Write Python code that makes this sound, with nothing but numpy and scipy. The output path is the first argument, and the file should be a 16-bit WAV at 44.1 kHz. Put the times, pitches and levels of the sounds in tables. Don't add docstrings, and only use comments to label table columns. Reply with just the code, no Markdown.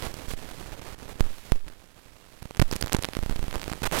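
import sys
import numpy as np
from scipy import signal
from scipy.fft import rfft, irfft, next_fast_len
from scipy.io import wavfile
from scipy.ndimage import uniform_filter1d, map_coordinates

SR = 44100
rng = np.random.default_rng(int(sys.argv[2]) if len(sys.argv) > 2 else 0)


def waveform_to_disk(signal):
    frames = np.transpose(np.atleast_2d(signal))
    scaled = np.clip(frames, -1, 1) * 32767
    samples = np.round(scaled).astype(np.int16)
    wavfile.write(sys.argv[1], SR, samples)


N = 176400

# (frequency [Hz], level [dB])
HUM_PARTIALS = [(50, -86), (100, -89), (200, -97), (250, -99), (300, -93)]
# (time [s], relative level [dB])
SPUTTER_RIDE = [
    [(0.0, -50.5), (0.12, -47), (0.368, -50.5), (0.808, -47), (1.246, -51), (1.368, -59), (1.56, -50)],
    [(1.575, -63.5), (1.677, -58), (1.9, -61), (2.155, -60), (2.517, -61), (2.58, -59.5)],
    [(2.63, -52.5), (2.866, -55), (3.522, -50.5), (3.644, -47), (3.754, -49), (3.85, -59), (3.904, -59),
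     (4.0, -60)],
]
FIZZ_RIDE = [
    [(0.0, -49), (0.172, -51), (0.468, -52.5), (1.02, -55.5), (1.402, -53), (1.56, -55)],
    [(1.575, -61), (1.787, -63.5), (2.145, -61.5), (2.523, -60.5), (2.58, -63)],
    [(2.63, -55.5), (2.77, -54), (2.938, -56.5), (3.152, -54.5), (3.892, -52.5), (4.0, -61.5)],
]
# (mean time open [s], mean time closed [s], relative level [dB])
SPUTTER_POINTS = [(.0005, .004, 0), (.003, .007, -7), (.00025, .002, -11), (.02, .03, -2.5)]
FIZZ_POINTS = [(.00008, .001, 8), (.00004, 0.00049, 0)]
# (time [s], flutter decay [s], signed height [full scale])
SPIT_CUES = [(0.024, 0.00027, 0.18), (0.1415, 0.0011, 0.072), (1.6845, 0.0024, 0.022),
             (2.428, 0.0011, 0.044), (2.5611, 0.00025, -0.042), (2.5702, 0.00043, 0.093),
             (2.5752, 0.00014, 0.064), (2.73, 0.00031, 0.19), (2.7356, 0.0002, 0.24),
             (2.7576, 0.00025, 0.089), (2.7635, 0.0008, 0.15), (2.811, 0.00046, 0.18),
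             (2.8615, 0.00065, 0.14), (2.9273, 0.0005, 0.088), (3.0359, 0.00038, 0.26),
             (3.0454, 0.00066, 0.089), (3.3635, 0.0004, 0.12), (3.987, 0.00014, 0.24),
             (3.9882, 0.0033, 0.11), (3.995, 0.00079, 0.23), (3.9984, 0.00051, 0.046)]
# (time [s], length [s], signed height [full scale])
POP_CUES = [(0.0263, 0.0032, -0.068), (0.72, 0.011, -0.048), (1.13, 0.027, 0.028), (1.197, 0.0014, -0.068),
            (1.559, 0.0013, -0.038), (1.666, 0.0086, -0.025), (1.6815, 0.00014, 0.06),
            (1.7003, .0009, -0.024), (2.4233, 0.0034, -0.046), (2.4548, .0027, -0.058),
            (2.509, 0.00058, -0.078), (2.5485, 0.00016, -0.066), (2.573, 0.0021, -.028),
            (2.5958, 0.0037, -0.55), (2.6169, 0.0045, -0.57), (2.7241, 0.000036, 0.24),
            (2.7268, 0.0014, 0.22), (2.7563, 0.0015, -0.1), (2.7631, 0.000043, 0.34),
            (2.7636, 0.0027, 0.049), (2.824, 0.0024, 0.067), (2.8387, 0.00518, 0.15),
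            (2.8722, 0.00035, 0.13), (2.881, 0.00011, 0.13), (2.8966, 0.00024, 0.11),
            (2.9207, 0.00043, .135), (2.9246, .00012, 0.46), (2.942, 0.00059, 0.16), (2.947, 0.0016, 0.54),
            (2.9527, .0002, .15), (2.966, 0.00035, 0.17), (2.9868, 0.0049, 0.15), (3.0235, 0.000068, 0.15),
            (3.0459, 0.00014, 0.52), (3.0522, .00009, 0.32), (3.0876, 0.00065, 0.14),
            (3.1346, 0.00013, .16), (3.1514, 0.00013, 0.18), (3.1684, 0.0012, 0.21), (3.228, 0.0073, -.14),
            (3.296, 0.0017, 0.16), (3.5113, 0.00014, .13), (3.528, 0.00021, .12), (3.541, 0.00035, 0.12),
            (3.5449, 0.00062, 0.11), (3.55, 0.00032, 0.13), (3.5565, 0.0005, 0.2), (3.5584, 0.0074, .11),
            (3.5966, 0.000079, 0.11), (3.6165, 0.000096, 0.2), (3.6306, 0.00018, 0.13),
            (3.6416, 0.0001, 0.17), (3.6796, 0.001, 0.15), (3.6982, 0.00029, 0.13), (3.7021, .00007, 0.12),
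            (3.7167, 0.0021, 0.14), (3.728, 0.00018, 0.17), (3.7342, 0.00032, .17), (3.8197, 0.0018, 0.11),
            (3.914, .0002, -0.18)]
# (time [s], length [s], mean stay [s], signed height [full scale])
CHATTER_CUES = [(0.032, 0.041, 0.0005, 0.055), (0.287, 0.049, 0.000064, 0.021),
                (0.305, 0.011, 0.00035, -0.049), (.848, 0.084, 0.0005, 0.013),
                (1.093, 0.036, 0.00094, 0.019), (2.715, 0.055, 0.00026, -0.017),
                (3.832, .0145, 0.00045, .13), (3.854, 0.021, 0.00046, -0.13), (3.922, 0.064, .00052, 0.14),
                (3.987, 0.013, 0.000049, 0.13)]
# (time [s], signed height [full scale])
THUMP_CUES = [(0.067, 0.088), (0.2834, 0.072), (0.3369, 0.15), (1.2075, -0.53), (1.2648, 0.057),
              (1.5207, 0.55), (2.6238, -0.51), (3.19, 0.17), (3.262, -0.14), (3.31, .13), (3.3143, 0.1),
              (3.325, -0.11), (3.3599, -.12), (3.3931, 0.13), (3.4281, -0.14), (3.4417, 0.11),
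              (3.482, -0.13)]
# (time [s], length [s], gain [dB])
LULL_CUES = [(0.119, 0.019, -5.5), (0.346, 0.023, -8), (0.73, 0.037, -3), (0.797, 0.017, -9.5),
             (0.949, 0.034, -10.5), (1.061, 0.026, -5), (1.132, 0.06, -3.5)]
# (time [s], length [s], bounce rate [Hz], signed height [full scale])
BOUNCE_CUES = [(2.5991, .0004, 3000, 0.47), (2.7133, .0005, 4280, 0.23), (2.8133, .0008, 8500, .2),
               (2.8254, .0007, 3750, 0.38), (2.9312, .0008, 8930, 0.48), (2.9682, .0005, 6000, 0.14),
               (3.025, .0005, 8530, 0.16)]
# (frequency [Hz], gain [dB])
INPUT_EQ = [(100, 0), (1000, -1), (3500, 0.5), (6000, -0.25), (8300, 1), (13000, 1), (16000, -5)]


def amp(db):
    return 10 ** (np.asarray(db) / 20)


def unit(x):
    return x / np.sqrt(np.mean(x ** 2) + 1e-20)


def ride(stretches):
    return np.interp(np.arange(N) / SR, *np.vstack(stretches).T)


def wobble(rate_hz):
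    return map_coordinates(rng.standard_normal(N // 20), [np.arange(N) * rate_hz / SR], mode="mirror")


def add(track, start, x):
    i = int(np.clip(round(start * SR), 0, N - 1))
    track[i:i + len(x)] += x[:N - i]


def gate(length_s):
    width = max(length_s * SR, 1)
    return np.clip(width - np.arange(int(width) + 1), 0, 1)


def flicker(n, open_s, closed_s, cycles):
    stays = rng.exponential(size=(cycles, 2, 2)).mean(axis=2) * [open_s, closed_s] * SR
    flips = np.r_[0, stays.cumsum()]
    time_open = np.r_[0, (stays * [1, 0]).cumsum()]
    return np.diff(np.interp(np.arange(n + 1), flips, time_open))


def idle_input():
    hiss_db, corner_hz = -72, 12000
    t = np.arange(N) / SR
    hum = sum(amp(db) * np.sqrt(2) * np.sin(2 * np.pi * (hz * t + rng.random()))
              for hz, db in HUM_PARTIALS)
    white = amp(hiss_db) * rng.standard_normal(N)
    return hum + signal.lfilter(*signal.butter(1, corner_hz, fs=SR), white)


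def contact_points(points, cycles):
    grit = sum(amp(db) * flicker(N, open_s, closed_s, cycles) for open_s, closed_s, db in points)
    return unit(grit - grit.mean())


def bed():
    sputter_trim_db, fizz_trim_db = 10.5, 6
    waver, stutter = wobble(rate_hz=45), wobble(rate_hz=260)
    sputter_db = ride(SPUTTER_RIDE) + sputter_trim_db + 1.5 * waver + 2 * stutter
    fizz_db = ride(FIZZ_RIDE) + fizz_trim_db + 0.5 * waver + 1.64 * stutter
    sputter = contact_points(SPUTTER_POINTS, cycles=8000)
    fine_grit = contact_points(FIZZ_POINTS, cycles=40000)
    fizz = unit(fine_grit + 0.57 * rng.standard_normal(N))
    return sputter * amp(sputter_db) + fizz * amp(fizz_db)


def spits():
    spike_s, stay_s = 0.00008, 0.00007
    out, t = np.zeros(N), np.arange(SR // 100) / SR
    spike = gate(spike_s)
    for start, decay, height in SPIT_CUES:
        spit = flicker(len(t), stay_s, stay_s, cycles=300) * np.exp(-(t / decay) ** 2)
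        spit[:len(spike)] = np.maximum(spit[:len(spike)], spike)
        add(out, start, height * spit)
    return out


def pops():
    out = np.zeros(N)
    for start, length, height in POP_CUES:
        add(out, start, height * gate(length))
    return out


def chatter():
    roughness = 0.18
    out = np.zeros(N)
    for start, length, stay, height in CHATTER_CUES:
        n = int(length * SR)
        rasp = 1 + roughness * rng.standard_normal(N // 10)[:n]
        add(out, start, height * flicker(n, stay, stay, cycles=400) * rasp)
    return out


def thumps():
    out = np.zeros(N)
    for start, height in THUMP_CUES:
        add(out, start, np.full(N, height))
    return out


def lulls():
    edge_s = 0.0016
    duck_db = np.zeros(N)
    for start, length, db in LULL_CUES:
        add(duck_db, start, db * gate(length))
    return amp(uniform_filter1d(duck_db, int(edge_s * SR)))


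def bounces():
    jitter, duty = 0.26, 0.43
    out = np.zeros(N)
    for start, length, rate_hz, height in BOUNCE_CUES:
        gaps, stays = np.exp(jitter * rng.standard_normal(size=(2, 24))) / rate_hz
        for delay, stay in zip(gaps.cumsum() - gaps[0], stays):
            if delay < length:
                add(out, start + delay, height * gate(duty * stay))
    return out


def coupling(x):
    coupling_hz, low_cut_hz, q = 9.5, 7, 1
    w = 2 * np.pi * low_cut_hz
    x = signal.lfilter(*signal.butter(1, coupling_hz, "high", fs=SR), x)
    return signal.lfilter(*signal.bilinear([1, 0, 0], [1, w / q, w * w], SR), x)


def scene():
    left = idle_input()
    right = thumps() + pops() + spits() + bounces() + chatter() + bed() * lulls()
    return np.array([left, right])


def record(dry):
    top_hz = 16000
    padded = next_fast_len(N + SR // 2)
    hz = np.fft.rfftfreq(padded, 1 / SR)
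    eq_hz, eq_db = np.transpose(INPUT_EQ)
    eq = amp(np.interp(np.log(hz + 1), np.log(eq_hz), eq_db))
    high_cut = 1 / np.sqrt(1 + (hz / top_hz) ** 120)
    return irfft(rfft(coupling(dry), padded) * eq * high_cut, padded)[:, :N]


dry = scene()
out = record(dry)
waveform_to_disk(out)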